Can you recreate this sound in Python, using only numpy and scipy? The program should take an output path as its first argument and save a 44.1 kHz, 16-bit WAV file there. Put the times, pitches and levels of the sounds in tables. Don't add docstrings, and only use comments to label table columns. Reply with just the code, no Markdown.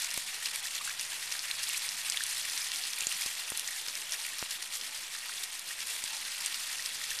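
import sys
import numpy as np
from scipy import signal
from scipy.io import wavfile
from scipy.ndimage import uniform_filter1d

SR = 44100
rng = np.random.default_rng(int(sys.argv[2]) if len(sys.argv) > 2 else 0)


def voltage_ratio(level):
    return 10 ** (np.asarray(level, float) / 20)


def waveform_to_disk(signal):
    frames = np.transpose(np.atleast_2d(signal))
    scaled = np.clip(frames, -1, 1) * 32767
    samples = np.round(scaled).astype(np.int16)
    wavfile.write(sys.argv[1], SR, samples)


N = 317520


def evened(x):
    return x / np.sqrt(np.mean(x ** 2) + 1e-20)


def read(points, hz):
    f, value = np.transpose(points)
    return np.interp(np.log(hz + 1), np.log(f + 1), value)


def scatter(s, sounds):
    first = np.round(np.maximum(s, 0) * SR).astype(int)
    at = first[:, None] + np.arange(sounds.shape[1])
    return np.bincount(at.ravel(), sounds.ravel(), N)[:N]


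def plinks(s, db, hz, cycles, glide, size):
    swell = cycles / 2.0 / hz
    t = np.arange(size) / SR
    u = t / swell[:, None]
    rise = np.sin(np.pi / 2 * np.minimum(u, 1)) ** 2
    decay = np.exp(-np.maximum(u - 1, 0) / 1.39)
    shape = np.where(u < 1, rise, decay) * np.linspace(1, 0, size) ** 0.15
    bend = 1 + glide[:, None] * np.minimum(u - 1, 3)
    tone = shape * np.cos(2 * np.pi * hz[:, None] * (t - swell[:, None]) * bend)
    return scatter(s - swell, voltage_ratio(db)[:, None] * tone)


def noise(db, size, wide, long):
    hop = size // 4
    hz = np.fft.rfftfreq(size, 1 / SR)[:, None]
    t = np.arange(N // hop + 5) * hop / SR
    real, imaginary, patches = rng.standard_normal((len(t), len(hz), 3)).T
    patches = uniform_filter1d(patches, round(wide), axis=0)
    patches = evened(uniform_filter1d(patches, round(long), axis=1))
    spectra = (real + 1j * imaginary) * voltage_ratio(db(hz, t, patches))
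    return signal.istft(spectra, nperseg=size, noverlap=size - hop)[1][:N]


# first slug in seconds, gap in seconds,
# number of slugs, level in dB, brightness in dB.
RUNS = [(.18, 0.11, 2, -36.5, 0), (.454, 0.1, 5, -34.5, 1.4), (1.012, 0.11, 5, -37.5, 1),
        (1.508, 0.094, 2, -37, -1.5), (1.7, 0.073, 9, -35.5, 2), (2.393, 0.12, 5, -38, 4.5),
        (3.012, 0.093, 4, -36.5, 0.7), (3.385, 0.099, 7, -38.5, 1.5), (4.135, 0.12, 2, -40.5, 4.5),
        (4.411, 0.1072, 6, -37, 1), (5.04, .11, 3, -40, -0.5), (5.388, 0.16, 2, -38.5, 1.5),
        (5.691, 0.12, 2, -36.5, 0.5), (5.903, 0.08, 5, -40, 0.8), (6.455, 0.081, 9, -39.5, 2)]
# time in seconds, level in dB, length in seconds,
# brightness in dB.
HEAVY_SLUGS = [(0.168, -41, 0.1, 9), (0.35, -34, 0.034, -1), (0.457, -36.5, 0.073, -2),
               (.711, -37.5, .012, -0.5), (0.766, -40, .04, -3), (1.05, -36, 0.016, 0),
               (1.127, -40, .017, -13), (1.316, -30.5, 0.01, -1.5), (1.636, -35, .021, 4.5),
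               (1.711, -37, 0.13, 0), (1.75, -33.5, .06, 0.5), (1.841, -36, .03, 2.5),
               (1.974, -37.5, 0.02, 5), (2.102, -38, 0.026, -3), (2.31, -35.5, 0.036, 3),
               (2.734, -42, 0.025, 1.5), (3.12, -34, 0.04, 0.5), (3.221, -35, 0.13, 2),
               (3.719, -38, 0.027, .5), (3.779, -39, 0.067, 6.5), (3.885, -34.5, 0.0092, -0.5),
               (4.135, -35.5, 0.038, 0.5), (4.53, -37, 0.059, 1), (4.755, -36.5, 0.041, 4.5),
               (5.14, -40, 0.03, -2), (5.437, -34, 0.011, 4.5), (5.903, -35, .07, 3),
               (6.728, -36, 0.032, 2.5), (6.857, -39.5, 0.021, 2.5), (7.11, -35, 0.033, 3)]


def slugs():
    even = []
    for s, gap, count, db, bright_db in RUNS:
        length = 0.46 * gap
        even += [(s + k * gap, db, length, bright_db) for k in range(round(count))]
    return np.array(even + HEAVY_SLUGS)


# time in seconds, level in dB.
TRICKLE = [(0.0, -31.5), (0.26, -40), (1.1, -37), (1.82, -37), (2.42, -34.5), (2.57, -34), (3.15, -36.5),
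           (3.29, -37.5), (4.39, -37.5), (4.55, -41.5), (5.37, -38), (5.52, -42), (5.69, -41),
           (5.94, -37.5), (6.26, -36), (6.52, -35), (6.88, -37.5), (7.2, -35)]


def flow(t):
    s, db, length, bright_db = slugs().T[:, :, None]
    late = (t - s) / np.maximum(length, .005)
    steepness = np.where(late < 0, 7.0, 2.2)
    slug = voltage_ratio(db) ** 2 * np.exp(-steepness * late ** 2)
    trickle = voltage_ratio(np.interp(t, *np.transpose(TRICKLE)) - 1.5) ** 2
    power = trickle + 0.68 * slug.sum(0)
    return 10 * np.log10(power), (slug * bright_db).sum(0) / power


# pitch in Hz, strength in dB per Hz.
SPLASH = [(290, -30), (500, -22), (1040, -10), (1400, -10.5), (1740, -0.5), (4360, -0.5), (6340, -4),
          (9100, -2), (13200, -12.5), (13800, -9.5)]


def colour_db(hz, t):
    grid = np.arange(0, N / SR + .01, .002)
    level_db, bright_db = (np.interp(t, grid, curve) for curve in flow(grid))
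    octaves = np.log2(np.clip(hz, 1500, 11000) / 4700)
    return read(SPLASH, hz) + level_db + 0.6 * bright_db * octaves


def patter(count, low_hz, high_hz, cycles, spread_db, db):
    when, pitch, big, ring, bend = rng.random((count, 5)).T
    s = when * N / SR
    hz = low_hz * (high_hz / low_hz) ** pitch
    size_db = spread_db * np.minimum(-np.log(big + 1e-9), 3.5)
    even_db = 10 * np.log10((hz / 4000) ** 2 / cycles)
    level_db = db + size_db + even_db + colour_db(hz, s)
    return plinks(s, level_db, hz, cycles * (.5 + ring), 0.11 * bend, size=200)


def hiss():
    flicker = evened(uniform_filter1d(rng.standard_normal(N // 64 + 5), 4))

    def spray_db(hz, t, patches):
        return colour_db(hz, t) + 1.88 * patches + 2.22 * flicker

    return voltage_ratio(-18.5) * noise(spray_db, size=256, wide=5, long=14)


def strays(count, low_hz, high_hz, cycles, over_db, spread_db):
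    when, pitch, big, ring = rng.random((count, 4)).T
    grid = np.arange(0, N / SR, .002)
    passed = np.cumsum(voltage_ratio(3.0 * flow(grid)[0]))
    s = np.interp(when * passed[-1], passed, grid)
    db = flow(s)[0] + over_db + spread_db * big
    return np.c_[s, db, low_hz * (high_hz / low_hz) ** pitch, cycles * (.5 + ring)]


# time in seconds, peak in dB, pitch in Hz, length in cycles.
SMACKS = [(.0455, -18, 6400, 3.9), (.4582, -18, 4750, 5.9), (.6545, -24, 5710, 4), (.9956, -19, 5280, 2.5),
          (1.324, -19, 5380, 3.3), (1.3929, -19.5, 5260, 4), (1.5125, -17, 3750, 5.7),
          (1.633, -20.5, 4800, 3.9), (2.0997, -12.5, 8200, 5.6), (2.122, -20, 5180, 4.6),
          (2.1725, -17, 3230, 4.7), (2.2377, -15, 8030, 3.9), (1.5932, -25, 6000, 6.2),
          (2.718, -19, 4070, 3.3), (2.8383, -21.5, 4420, 9.2), (3.0075, -15.5, 7320, 3.9),
          (3.0699, -13, 6820, 9.3), (3.2221, -19, 5200, 2.9), (3.6766, -21.5, 6520, 10),
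          (3.8842, -21.5, 4690, 5.6), (3.9538, -19, 5200, 3.3), (4.122, -18, 5500, 4.6),
          (4.1357, -19, 5370, 2.8), (4.7542, -20.5, 6000, 3.2), (4.813, -19, 4600, 2.1),
          (6.0399, -18, 7550, 3.8), (6.4613, -13, 7600, 5), (6.544, -21, 4550, 3.8),
          (6.8603, -20.5, 4920, 6.1), (7.1054, -21, 5600, 4.2)]
# time in seconds, peak in dB.
SNAPS = [(0.0215, -20), (.142, -17), (.176, -17.5), (.5592, -18), (.8532, -23.5), (1.0115, -18.5),
         (1.424, -26.5), (1.6916, -20), (1.777, -24), (2.2662, -19.5), (2.3104, -24.5), (2.9872, -21.5),
         (3.0245, -22.5), (3.2119, -16.5), (3.2613, -20.5), (3.5025, -18), (3.575, -16), (3.596, -17),
         (3.709, -23), (4.11, -22), (4.266, -21.5), (4.385, -22.5), (4.5083, -20.5), (5.5943, -21.5),
         (5.8711, -19), (6.409, -23)]
# time in seconds, peak in dB.
TAPS = [(.1051, -23), (0.1127, -21.5), (0.345, -26), (.6704, -24), (.7543, -24.5), (.8963, -23),
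        (1.8905, -18.5), (2.4134, -24), (2.4986, -23.5), (2.5769, -19.5), (2.6177, -24), (2.7597, -22.5),
        (2.8527, -25), (2.9339, -22.5), (3.1244, -22), (3.232, -25), (3.2623, -20.5), (3.3522, -25.5),
        (4.216, -27.5), (4.3923, -22.5), (4.513, -22.5), (4.6257, -25), (5.8053, -25), (6.167, -29),
        (6.73, -27.5), (6.7846, -25), (6.803, -25.5), (6.8243, -22.5), (7.189, -21.5)]


def smacks():
    snaps = [(s, db, 9540, 3.4) for s, db in SNAPS]
    taps = [(s, db, 5200, 4.5) for s, db in TAPS]
    lesser = strays(count=40, low_hz=5500, high_hz=11520, cycles=5.2, over_db=3, spread_db=8)
    s, db, hz, cycles = np.r_[SMACKS, snaps, taps, lesser].T
    ring = plinks(s, db - 1.2, hz, np.maximum(cycles, 1), np.full(len(s), .07), size=300)
    sheet = plinks(s - .001, db - 11.5, .62 * hz, np.full(len(s), 5.0), np.full(len(s), .16), size=300)
    band = signal.butter(2, [2200, 10500], "band", fs=SR)
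    spray = signal.lfilter(*band, rng.standard_normal((len(s), 150)))
    u = np.arange(150) / SR / 0.00065
    splat = voltage_ratio(db - 9.5)[:, None] * spray * u * np.exp(1 - u)
    return ring + sheet + scatter(s - .0004, splat)


# time in seconds, peak in dB, pitch in Hz, length in cycles.
BUBBLES = [(.6566, -28.5, 1724, 2.9), (.8116, -36, 1142, 5.3), (.877, -29.5, 1490, 4),
           (.8945, -30.5, 1580, 4), (.9071, -32, 2235, 3.5), (1.3524, -33.5, 1676, 4.8),
           (1.6051, -36, 1685, 13.5), (1.6987, -25.5, 2640, 3.7), (1.7458, -24.5, 2407, 4),
           (2.1446, -29.5, 2200, 6.8), (2.2078, -26, 1642, 4.5), (2.737, -25, 2995, 2.24),
           (2.9823, -30, 2402, 7.4), (3.0166, -28.5, 2510, 6), (3.0356, -24.5, 2870, 2.2),
           (3.1173, -23.5, 2890, 3.7), (3.2184, -29.5, 2310, 5.6), (3.6874, -29, 2010, 3.6),
           (3.7121, -35, 1870, 5.4), (4.1411, -31.5, 1750, 4.1), (4.2505, -28.5, 2250, 3),
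           (4.282, -34, 2030, 5), (4.303, -39, 2120, 4), (4.3334, -35.5, 1783, 6.1),
           (5.1512, -31, 1660, 2.3), (5.2955, -32, 1430, 2.2), (5.7087, -33.5, 1740, 4.7),
           (7.0156, -29, 1970, 2.07), (7.0429, -33, 2064, 2.9), (7.1152, -31.5, 1700, 6.8)]


def bubbles():
    lesser = strays(count=28, low_hz=1750, high_hz=2900, cycles=3.9, over_db=-1.5, spread_db=5)
    s, db, hz, cycles = np.r_[BUBBLES, lesser].T
    return plinks(s, db - .5, hz, np.maximum(1.5 * cycles, 1), np.full(len(s), .03), size=800)


# time in seconds, peak in dB, push (+1) or pull (-1),
# width in milliseconds.
KNOCKS = [
    (.1771, -26.5, -1, 0.18),
    (3.0227, -37, -1, .17),
    (3.0704, -29.5, -1, 0.2),
    (3.2618, -32.5, -1, 0.23),
    (3.521, -22.5, 1, 0.1),
    (3.8808, -39.5, 1, .17),
    (4.427, -17, 1, 0.077),
    (6.0396, -37, 1, 0.2),
]


def knocks():
    s, db, sign, ms = np.transpose(KNOCKS)
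    from_peak_ms = (np.arange(80) - 40) / SR * 1000
    push = np.exp(-(from_peak_ms / ms[:, None]) ** 2)
    return scatter(s - 40 / SR, (np.sign(sign) * voltage_ratio(db))[:, None] * push)


# time in seconds, pitch in Hz, level in dB.
HUM = [
    (0, 134, -78.5),
    (1.2, 132.5, -74),
    (2.3, 129.5, -74.5),
    (2.7, 133.5, -79),
    (6.4, 128.4, -91.5),
    (6.7, 130, -77.5),
    (7.2, 137.4, -81),
]


def hum():
    t = np.arange(N) / SR
    s, hz, db = np.transpose(HUM)
    waver_db = 0.76 * evened(uniform_filter1d(rng.standard_normal(N), 5000))
    level = np.sqrt(2) * voltage_ratio(np.interp(t, s, db) + waver_db)
    return level * np.sin(2 * np.pi * np.cumsum(np.interp(t, s, hz)) / SR)


# time in seconds, length in seconds, level in dB.
PUFFS = [
    (1.615, 0.12, -59),
    (2.496, 0.02, -61),
    (5.858, 0.14, -63),
    (6.15, 0.032, -66),
    (7.148, .09, -58.5),
]


def breeze():
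    t = np.arange(N) / SR
    low = signal.butter(1, 12, fs=SR, output="sos")
    air = evened(signal.sosfilt(low, rng.standard_normal(N)))
    gusts = sum(voltage_ratio(db) * np.exp(-((t - s) / length) ** 4) for s, length, db in PUFFS)
    return gusts * (0.54 * air + 0.94)


# pitch in Hz, strength in dB per Hz.
GARDEN = [(12, -30), (20, -11.5), (31, -17), (54, -23), (233, -16), (341, -18), (1010, -7.5), (1500, -11),
          (1950, -41), (3300, -120)]


def garden():
    wash = noise(lambda hz, t, patches: read(GARDEN, hz) + 3.0 * patches, size=2048, wide=5, long=6)
    return voltage_ratio(-58.5) * evened(wash)


def reflected(near):
    t = np.arange(1500) / SR
    echo = rng.standard_normal(1500) * np.exp(-t / 0.0072) * (t > .001)
    return near + voltage_ratio(-9.5) * signal.oaconvolve(near, echo / np.linalg.norm(echo))[:N]


def scene():
    ticks = patter(count=2500, low_hz=2400, high_hz=8900, cycles=1.3, spread_db=3.0, db=-1.5)
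    drops = patter(count=16000, low_hz=1094, high_hz=13310, cycles=3.0, spread_db=3.5, db=-2.5)
    gurgle = patter(count=2500, low_hz=1028, high_hz=6000, cycles=4.1, spread_db=3.0, db=4.0)
    near = reflected(ticks + drops + gurgle + smacks() + bubbles())
    no_bass = signal.butter(3, 700, "high", fs=SR, output="sos")
    near = signal.sosfilt(no_bass, near)
    return (near + hiss() + knocks() + hum() + breeze() + garden())[None]


def thinned(x):
    hz, t, z = signal.stft(x, SR, nperseg=2048, noverlap=1536)
    power = abs(z) ** 2
    around = uniform_filter1d(np.log(power + 1e-20), 32, axis=0)
    around = np.exp(uniform_filter1d(around, 3, axis=1))
    # (Hz, dB against its surroundings)
    bar = [(60, -20), (150, -3), (450, -2), (800, -20), (9000, -20), (11000, -2), (14000, .5)]
    weak = uniform_filter1d(power, 5, axis=0) < around * voltage_ratio(2 * read(bar, hz))[:, None]
    return signal.istft(z * np.where(weak, voltage_ratio(-16), 1), SR, nperseg=2048, noverlap=1536)[1][:N]


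def band_limit(x):
    return signal.sosfilt(signal.butter(12, 15050, fs=SR, output="sos"), x)


def record(dry):
    edge = signal.firwin(1023, 13950, window=("kaiser", 9), fs=SR)
    limited = signal.oaconvolve(dry[0], edge, "same")
    mix = thinned(limited)[None] - 0.00059
    return band_limit(mix)


dry = scene()
out = record(dry)
waveform_to_disk(out)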